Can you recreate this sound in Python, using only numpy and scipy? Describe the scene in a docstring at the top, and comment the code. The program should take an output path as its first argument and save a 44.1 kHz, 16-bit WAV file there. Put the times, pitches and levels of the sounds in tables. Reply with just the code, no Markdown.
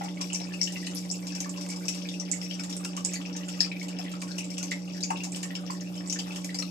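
"""Fish tank in a quiet room

Two microphones, the left one further off, by a tank with a hood. Droplets tick and air pockets plop at the
surface: each is a short ring with a noisy splash. Dry snaps of drops on the rim are close by, over a fine
trickle of tiny bubbles and spray. The water rings on in the hard space under the hood. Behind it a
mains-driven pump hums as a stack of sines, and bubbling rumbles as noise coloured by the tank's walls."""
import sys
import numpy as np
from scipy import signal
from scipy.fft import rfft, irfft
from scipy.io import wavfile
from scipy.ndimage import uniform_filter1d

SR = 44100
rng = np.random.default_rng(int(sys.argv[2]) if len(sys.argv) > 2 else 0)


def dump(signal):
    """Clip the signal to [-1, 1] and save it as 16-bit WAV at the path in sys.argv[1]."""
    limited = np.clip(np.atleast_2d(signal).T, -1, 1)
    pcm = np.round(limited * 32767).astype(np.int16)
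    wavfile.write(sys.argv[1], SR, pcm)


N = 295470   # length in samples, 6.7 s
SPOTS = 4   # places on the surface, each with its own reflections
MAINS_HZ = 60.02


def from_db(db):
    """Decibels to an amplitude factor."""
    return 10 ** (np.asarray(db) / 20)


def rms_one(x):
    """Scales a signal to an RMS of 1."""
    return x / np.sqrt(np.mean(x ** 2) + 1e-20)


def at_hz(points, hz):
    """Reads a spectrum table on a log-frequency axis."""
    table = np.array(points)
    return np.interp(np.log(hz + 1e-9), np.log(table[:, 0]), table[:, 1])


def resonances(table, hz):
    """Sums bell-shaped peaks, in dB, from rows of pitch, width and height."""
    return sum(db / (1 + (2 * (hz - centre) / width) ** 2) for centre, width, db in table)


def drift(rate_hz):
    """Slow chance of spread 1: coarse noise through a double one-pole low-pass."""
    step = 40   # samples per coarse point
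    pole = np.exp(-2 * np.pi * rate_hz * step / SR)
    noise = rng.standard_normal(N // step + 2002)
    slow = signal.lfilter([1], [1, -2 * pole, pole * pole], noise)[2000:]   # drop the settling
    return np.interp(np.arange(N) / step, np.arange(len(slow)), rms_one(slow))


# how the two microphones differ in colour: pitch_hz, left_minus_right_db
SIDES = [(700, 5.5), (1200, -1.5), (1900, 0.5), (2900, 6.5), (4600, 6.5), (5600, 16.5), (6900, -6.5),
         (8500, -6), (11000, -1.5), (14800, 8.5)]


def sides(hz):
    """Left and right gain at a pitch, the difference shared equally between them."""
    return from_db(at_hz(SIDES, hz) * np.array([[.5], [-.5]]))


def add(out, start_s, wave):
    """Places a stereo sound at one of the spots, chosen by its moment."""
    at = round(start_s * SR)
    end = min(at + wave.shape[1], N)
    out[int(start_s * 100) % SPOTS, :, at:end] += wave[:, :end - at]


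def scattered(count, middle, spread):
    """Event rows at random moments, each column drawn around its middle."""
    starts = rng.uniform(0, N / SR, count)
    values = rng.normal(middle, np.abs(spread), (count, len(middle)))
    return [(start_s, *row) for start_s, row in zip(starts, values)]


def bubble(hz, cycles, rise, attack_cycles):
    """An air pocket swells into a ring of a few cycles; its pitch rises as it nears the surface."""
    turns = np.arange(int(cycles * SR / hz) + 2) * hz / SR
    shape = np.exp(-np.log(1000) * turns / cycles)
    shape *= (1 - np.exp(-turns / attack_cycles)) ** 2
    wave = shape * np.sin(2 * np.pi * turns * (1 + rise * (turns / cycles - .3)))
    return wave / np.abs(wave).max()


TEAR_RISE_S, TEAR_T60_S = .002, .024   # a film takes a few ms to break
# hard hits and small bubbles ring shorter: cycles at a middling strength and pitch, loss above them
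TICK_CYCLES, TICK_MIDDLE_DB, TICK_MIDDLE_HZ = 25.4, -30, 5800
CYCLES_LOST_PER_DB, CYCLES_LOST_PER_KHZ = 0.8, 4.4
# fainter droplets: middle and spread of ring_level_db, pitch_hz, splash_level_db
FAINT_TICKS, FAINT_TICK, FAINT_TICK_SPREAD = 45, (-49, 6100, -33), (2.5, 1000, 5)
# colour of a breaking film: pitch_hz, level_db
SPLASH = [(180, -52), (530, -2.5), (900, -2.5), (1530, -14), (2030, -4), (4010, -2), (4620, -1.5),
          (5510, -1.5), (7320, 5.5), (9930, -7.5), (13200, -11.5), (15000, -65)]
# clearest droplets on the surface, levels before the path to the microphones:
# start_s, ring_level_db, pitch_hz, splash_level_db
TICKS = [(0.036, -41, 6400, -15), (0.2111, -34, 5700, -5.5), (0.3319, -20.5, 7100, -18),
         (0.3462, -25, 5680, -12), (0.4155, -36, 5360, -35), (0.614, -18, 5380, -12),
         (0.6317, -19, 6850, -30), (0.721, -41, 5800, -16.5), (0.8662, -33.5, 4040, -12.5),
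         (0.912, -37, 7020, -30), (0.9494, -25, 10500, -22), (0.983, -37, 6800, -18),
         (1.101, -29, 5350, -39), (1.1136, -19, 7050, -36), (1.2685, -37, 5300, -13),
         (1.3498, -32.5, 5520, -13), (1.4035, -22.5, 6000, -7.5), (1.4934, -28.5, 7230, -23),
         (1.6104, -39, 5650, -14.5), (1.688, -29, 7900, -16.5), (1.7, -37, 5360, -14),
         (1.761, -37, 5100, -20), (1.853, -43, 5450, -21), (1.8819, -24, 5680, -4),
         (1.9455, -45, 5360, -12), (2.1982, -27, 5780, -19), (2.3152, -13, 7100, -14),
         (2.4145, -33, 5230, -22), (2.448, -36, 5690, -35), (2.541, -39, 5700, -22),
         (2.5965, -36, 5270, -18), (2.6345, -46, 7600, -12), (2.6962, -41, 5800, -13),
         (2.7255, -37.5, 5300, -16), (2.767, -23.5, 8040, -18), (2.8468, -36, 5400, -11.5),
         (2.9655, -32, 6060, -11.5), (3.049, -12, 7300, -7), (3.135, -22, 6700, -10.5),
         (3.155, -32, 4430, -27), (3.3637, -34, 6100, -10), (3.484, -33, 7200, -15.5),
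         (3.52, -44, 5440, -38), (3.6052, -9.5, 4840, -5), (3.8272, -58, 5700, -15),
         (3.8821, -64, 5750, -15), (3.9864, -33, 5260, -19), (4.115, -60, 5500, -16.5),
         (4.2165, -40, 7550, -13), (4.278, -43, 7800, -24), (4.315, -35.5, 4300, -27),
         (4.3806, -34, 5800, -7.5), (4.443, -34, 7360, -20), (4.503, -38.5, 5500, -18),
         (4.579, -53, 7100, -8.5), (4.6282, -25, 6140, -9), (4.7106, -36, 7040, -9),
         (5.0057, -36, 3960, -15), (5.0284, -25, 4750, -28), (5.035, -17.5, 6400, -17),
         (5.1032, -43, 6000, -17), (5.2355, -29, 6500, -9.5), (5.3202, -25.5, 7540, -21),
         (5.3597, -28.5, 8150, -12), (5.4294, -56, 5500, -11.5), (5.5515, -34.5, 5200, -15.5),
         (5.7045, -38, 4750, -13), (5.8072, -36, 6450, -24), (5.979, -40, 5270, -56),
         (6.075, -30, 7350, -35), (6.098, -23.5, 5800, -13), (6.126, -17.5, 6260, -10),
         (6.1882, -32, 4750, -11), (6.3592, -34, 6560, -17), (6.4438, -34, 6270, -8),
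         (6.544, -31.5, 4800, -11), (6.5874, -24.5, 5460, -11), (6.6228, -29, 4140, -24)]


def ticks():
    """A droplet makes a short high bubble ring and a broad splash click, each with a colour of its own."""
    out = np.zeros((SPOTS, 2, N))
    band = np.arange(129) * SR / 256
    knots = np.geomspace(800, 15000, 7)   # Hz, where each splash's own colour varies
    rows = TICKS + scattered(FAINT_TICKS, FAINT_TICK, FAINT_TICK_SPREAD)
    t = np.arange(900) / SR
    crackle = rng.standard_normal((len(rows), len(t))) ** 3   # uneven little ruptures
    tears = crackle * from_db(-60 * t / TEAR_T60_S) * (1 - np.exp(-t / TEAR_RISE_S))
    chances = rng.standard_normal((len(rows), len(knots)))
    for (start_s, ring_db, hz, splash_db), chance, tear in zip(rows, chances, tears):
        lost = CYCLES_LOST_PER_DB * (ring_db - TICK_MIDDLE_DB)
        lost += CYCLES_LOST_PER_KHZ * (hz - TICK_MIDDLE_HZ) / 1000
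        ring = bubble(hz, max(TICK_CYCLES - lost, 11), rise=0.12, attack_cycles=2.8)
        add(out, start_s, from_db(ring_db) * sides(hz) * ring)

        colour = at_hz(SPLASH, band) + 2 * at_hz(np.c_[knots, chance], band)
        centred = from_db(colour) * sides(band) * (-1) ** np.arange(129)   # pulse at sample 128
        pulse = irfft(centred) * np.hanning(256)
        splash = signal.convolve(pulse, [tear / np.linalg.norm(tear)])
        add(out, max(start_s - 128 / SR, 0), from_db(splash_db) * splash)
    return out


# ring length at a middling pitch, swell, and share by which the pitch climbs
PLOP_CYCLES, PLOP_SWELL_CYCLES, PLOP_RISE = 30, 1.6, .11
PINCH_DB, PINCH_T60_S = -6, .035   # rough splash as a pocket pinches off, against its ring
# fainter bubbles: middle and spread of level_db, pitch_hz
FAINT_PLOPS, FAINT_PLOP, FAINT_PLOP_SPREAD = 190, (-50.5, 2050), (3, 600)
# clearest larger bubbles, levels before the path to the microphones: start_s, level_db, pitch_hz
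PLOPS = [(0.009, -30.5, 814), (0.017, -40, 2050), (0.046, -38, 840), (0.108, -44, 3560),
         (0.1725, -43, 2200), (0.205, -34, 1060), (0.075, -41.5, 850), (0.211, -47, 2780),
         (0.243, -45, 2360), (0.3007, -36, 2820), (0.323, -36, 2920), (0.355, -46, 2610), (0.405, -40, 870),
         (0.402, -38, 4000), (0.47, -45, 2540), (0.52, -42, 1760), (0.5377, -37, 2700), (0.612, -37, 2070),
         (0.6725, -31, 2980), (0.7577, -35.5, 2700), (0.762, -39, 2040), (0.828, -41, 1900),
         (0.87, -42, 1910), (0.8699, -35, 2930), (1.143, -44, 2660), (1.229, -46.5, 2150),
         (1.304, -43.5, 2640), (1.38, -50, 2510), (1.428, -46, 2240), (1.445, -43, 1760),
         (1.456, -38, 1130), (1.54, -50, 3000), (1.5604, -43, 2660), (1.575, -43.5, 1000),
         (1.716, -44.5, 2300), (1.8823, -36.5, 2590), (2.0876, -30, 3590), (2.139, -41.5, 2670),
         (2.287, -46, 2220), (2.3326, -36.5, 2120), (2.5096, -30.5, 3100), (2.593, -39, 2380),
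         (2.598, -41.5, 1420), (2.7263, -35.5, 3600), (2.848, -41, 1330), (2.8494, -40.5, 2690),
         (2.972, -35.5, 1150), (2.972, -38, 2950), (3.141, -39, 2470), (3.161, -37.5, 1910),
         (3.252, -38.5, 2560), (3.316, -51, 3020), (3.352, -42, 890), (3.433, -40.5, 2930),
         (3.593, -41, 2630), (3.6067, -32, 1820), (3.645, -39.5, 2450), (3.7155, -30.5, 2420),
         (3.7655, -40, 2440), (3.8135, -36.5, 2200), (3.885, -39.5, 2880), (3.927, -47, 2380),
         (3.991, -38, 750), (3.989, -41.5, 2660), (4.0627, -40, 1930), (4.1, -53, 2700),
         (4.135, -38.5, 1260), (4.2208, -42, 2340), (4.223, -40, 1047), (4.3843, -34, 2840),
         (4.406, -37.5, 2570), (4.581, -38.5, 2800), (4.626, -54, 2590), (4.649, -49, 2170),
         (4.7157, -24.5, 2076), (5.037, -38, 2430), (5.1035, -24, 877), (5.103, -41, 2750),
         (5.158, -36.5, 2670), (5.1687, -35, 3560), (5.204, -34, 2670), (5.325, -48, 2360),
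         (5.3462, -34.5, 3080), (5.432, -39, 2920), (5.432, -42, 1820), (5.451, -41, 1760),
         (5.5047, -38, 1880), (5.5525, -33.5, 3030), (5.6985, -31.5, 1030), (5.8441, -50, 2400),
         (5.872, -45, 2670), (5.971, -44, 3070), (6.124, -38.5, 2970), (6.1589, -37.5, 1740),
         (6.1923, -32, 3100), (6.277, -42, 844), (6.3072, -38.5, 2640), (6.36, -34, 3150),
         (6.442, -43, 2380), (6.492, -35.5, 1970), (6.623, -40.5, 1240), (6.623, -39.5, 2800)]


def plops():
    """Larger pockets ring lower and rounder, each opened by a short rough splash around its pitch."""
    out = np.zeros((SPOTS, 2, N))
    t = np.arange(SR // 40) / SR
    rows = PLOPS + scattered(FAINT_PLOPS, FAINT_PLOP, FAINT_PLOP_SPREAD)
    envelope = from_db(-60 * t / PINCH_T60_S) * (1 - np.exp(-t / TEAR_RISE_S))
    noises = rng.standard_normal((len(rows), len(t))) * envelope
    for (start_s, level_db, hz), chance, noise in zip(rows, rng.standard_normal(len(rows)), noises):
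        hz = max(hz, SMALL_BUBBLES[0][0] / 2)
        # fewer cycles lower down, and a random spread
        cycles = PLOP_CYCLES * np.cbrt(hz / FAINT_PLOP[1]) * from_db(2 * chance)
        ring = bubble(hz, cycles, PLOP_RISE, PLOP_SWELL_CYCLES)
        add(out, start_s, from_db(level_db) * sides(hz) * ring)

        pinch = signal.lfilter(*signal.butter(2, [.8 * hz, 2 * hz], "band", fs=SR), noise)
        pinch /= np.abs(pinch).max()
        add(out, start_s, from_db(level_db + PINCH_DB) * sides(hz) * pinch)
    return out


SNAP_LOW_HZ, SNAP_HIGH_HZ = 600, 6500
SNAP_HOLD_S, SNAP_T60_S = .005, .012
# dry snaps of drops on the rim, close to the microphones: start_s, level_db (before the air gap's colour)
SNAPS = [(1.662, -32), (2.595, -31), (2.849, -25.5), (3.987, -38), (4.026, -40), (4.22, -31), (4.717, -34),
         (6.623, -29)]


def snaps():
    """A drop on the rim gives a few ms of broad crackle, without echo."""
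    out = np.zeros((2, N))
    t = np.arange(SR // 50) / SR
    band = signal.butter(2, [SNAP_LOW_HZ, SNAP_HIGH_HZ], "band", fs=SR, output="sos")
    envelope = from_db(-60 * np.maximum(t - SNAP_HOLD_S, 0) / SNAP_T60_S)
    for (start_s, level_db), noise in zip(SNAPS, rng.standard_normal((len(SNAPS), len(t)))):
        wave = signal.sosfilt(band, noise * envelope)
        out[:, round(start_s * SR):][:, :len(t)] += from_db(level_db) * wave / np.abs(wave).max()
    return out


def swarm(spectrum, level_db, per_s, size_db, cycles, count):
    """Countless small bubbles at random moments, sizes, pitches and spots, in clumps."""
    chance = per_s * from_db(2.5 * drift(12)) / SR   # of a bubble at each sample
    sizes = from_db(size_db * np.minimum(rng.exponential(1, N), 3)) * (rng.random(N) < chance)
    pitches = np.geomspace(spectrum[0][0], spectrum[-1][0], count)
    dealt = rng.integers(0, count, N)   # which pitch each moment gets
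    out = np.zeros((SPOTS, 2, N))
    for k, hz in enumerate(pitches):
        level = from_db(at_hz(spectrum, hz)) * hz   # higher bubbles are shorter and spaced wider in pitch
        ring = bubble(hz, cycles, rise=0.66, attack_cycles=0.58)
        rings = signal.oaconvolve(sizes * (dealt == k), ring)[:N]
        out[k % SPOTS] += level * sides(hz) * rings
    return from_db(level_db) * rms_one(out)


# fine trickle between the clear events, levels before the path to the microphones:
# start_s, small_bubbles_db, spray_db
TRICKLE = [(0.0, -59, -63.5), (0.76, -67.5, -58), (0.95, -67, -59), (2.82, -64.5, -62.5),
           (3.51, -63, -62.5), (5.06, -67.5, -64), (5.26, -64, -60.5), (5.82, -69.5, -62.5),
           (6.29, -58.5, -57.5), (6.7, -85, -60.5)]
# colour of the small bubbles: pitch_hz, level_db (per Hz)
SMALL_BUBBLES = [(850, 9), (1100, 4.5), (1500, -1.5), (1950, -5), (2300, -3.5), (2800, -6.5), (3300, 6.5),
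                 (4000, -9.5)]
# colour of the spray: pitch_hz, level_db (per Hz)
SPRAY = [(2240, -29), (3800, 5.5), (4120, -15.5), (5510, 10.5), (6080, -15), (7280, 4), (9950, -11.5),
         (13100, -5.5), (14600, -10), (14900, -42), (15200, -55)]


def trickle():
    """Small bubbles and a denser, higher spray, each a swarm of tiny rings whose level glides."""
    start_s, small_db, spray_db = np.transpose(TRICKLE)
    t = np.arange(N) / SR
    small_level = np.interp(t, start_s, small_db)
    spray_level = np.interp(t, start_s, spray_db)
    small = swarm(SMALL_BUBBLES, small_level, per_s=500, size_db=7.0, cycles=24.0, count=32)
    spray = swarm(SPRAY, spray_level, per_s=1100, size_db=5.5, cycles=20.4, count=24)
    return small, spray


def direct(x, level_db):
    """The straight path, reaching the further, left microphone later."""
    lag_s = 0.00045
    left, right = x.sum(axis=0)
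    at = np.arange(N)
    return from_db(level_db) * np.array([np.interp(at - lag_s * SR, at, left), right])


TAIL_T60_S, EARLY_T60_S, EARLY_DB = 0.18, 0.045, -7.
ECHO_DB, ECHO_RISE_S = -23.5, .002   # reflections build up after the straight sound
HOOD_DB = -20   # air modes against the noisy tail
# air modes under the hood: pitch_hz
HOOD_HZ = [1100, 2020, 2240, 2560, 2790, 2980, 4580, 5370, 5470, 5690, 7060, 7300]


def hood(x, echo_db):
    """Reflections, stronger early on, thin into a dense dying tail mixed with ringing air modes."""
    t = np.arange(SR // 2) / SR
    early = from_db(EARLY_DB - 60 * t / EARLY_T60_S)
    echo = rng.standard_normal((SPOTS, 2, len(t))) * (1 + early)
    # reflections arrive in bunches a few ms long
    lumps = uniform_filter1d(rng.standard_normal(echo.shape), size=120, axis=2)
    echo *= from_db(2 * rms_one(lumps))
    for hz in HOOD_HZ:
        phase = rng.random((SPOTS, 2, 1))
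        echo += from_db(HOOD_DB) * np.sin(2 * np.pi * (hz * t + phase))
    echo *= from_db(echo_db - 60 * t / TAIL_T60_S) * (1 - np.exp(-t / ECHO_RISE_S))
    # the last tail wraps round, so the hood already rings when listening starts
    return irfft((rfft(x) * rfft(echo, N)).sum(axis=0), N)


# broad resonances of the air gap above the water: pitch_hz, width_hz, level_db
GAP = [(2300, 83, 3.5), (4160, 240, -4), (2590, 74, 6.5), (2814, 95, 3.5), (4670, 250, 4), (5230, 150, 5.5),
       (5650, 130, 6.5), (6500, 220, 3.5), (7200, 330, 2.5), (7870, 370, 3.5)]


def cavity(x):
    """The air gap colours every water sound at the same few pitches."""
    hz = np.arange(N // 2 + 1) * SR / N
    return irfft(rfft(x) * from_db(resonances(GAP, hz) - 2.5), N)


HUM_LAG_S = 0.00033   # the right channel is later
# pump hum: mains_multiple, left_level_db, right_level_db (RMS)
HUM = [(1, -77, -79), (2, -63, -59.5), (3, -38, -36), (4, -75, -61), (5, -49, -49), (6, -65.5, -63),
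       (8, -94, -58.5), (12, -65.5, -80)]


def hum():
    """The pump's armature shakes the tank at multiples of the mains, wavering a little with the load."""
    t = np.arange(N) / SR - np.array([[0], [HUM_LAG_S]])
    out = np.zeros((2, N))
    for multiple, left_db, right_db in HUM:
        level = np.sqrt(2) * from_db(np.array([[left_db], [right_db]]) + 0.29 * drift(30))
        out += level * np.sin(2 * np.pi * (multiple * MAINS_HZ * t + rng.random()))
    return out


RUMBLE_DB, STROKE_DB = -46.5, 2   # middle level; swing with each stroke of the pump
# colour of the bubbling noise: pitch_hz, level_db (per Hz)
RUMBLE = [(20, -29), (60, -19.5), (110, -14.5), (205, -3.5), (232, -28), (260, -6), (320, -12.5),
          (410, -20.5), (650, -20.5), (1000, -30), (1600, -34)]
# tank wall resonances: pitch_hz, width_hz, level_db
WALLS = [(282.5, 25.7, 15.5), (368, 54, 13), (477, 41, 13.5), (580.5, 81, 16.5), (817, 126, 13.5)]
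# likeness of the left and right channels: pitch_hz, likeness (0 to 1)
LIKENESS = [(30, 0.24), (130, 0.75), (290, 1), (640, 0.54), (1400, 0.28)]


def rumble():
    """Bubbling noise coloured by the tank walls, most alike in both channels near 290 Hz."""
    hz = np.arange(N // 2 + 1) * SR / N
    gain = from_db(at_hz(RUMBLE, hz) + resonances(WALLS, hz)) * (hz < RUMBLE[-1][0])
    alike = np.clip(at_hz(LIKENESS, hz), 0, 1)
    mid, side = rfft(rng.standard_normal((2, N)))
    noise = irfft(gain * (np.sqrt(1 + alike) * mid + np.sqrt(1 - alike) * side * [[1], [-1]]), N)
    stroke_db = STROKE_DB * np.sin(2 * np.pi * MAINS_HZ * np.arange(N) / SR)
    return from_db(RUMBLE_DB + 1.03 * drift(35) + stroke_db) * rms_one(noise)


def scene():
    """Water sounds but the snaps share the hood's reverberation; hum and rumble come through the tank."""
    small, spray = trickle()
    high = spray + ticks()
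    low = small + plops()
    near = direct(high, level_db=2.5) + direct(low, level_db=5.) + snaps()
    water = cavity(near + hood(high + low, echo_db=ECHO_DB))
    return water + hum() + rumble()


def record(dry):
    """A steep low-pass cuts the top, 50 dB down from 15.1 kHz."""
    return signal.sosfilt(signal.cheby2(14, 50, 15100, fs=SR, output="sos"), dry)


dry = scene()
out = record(dry)
dump(out)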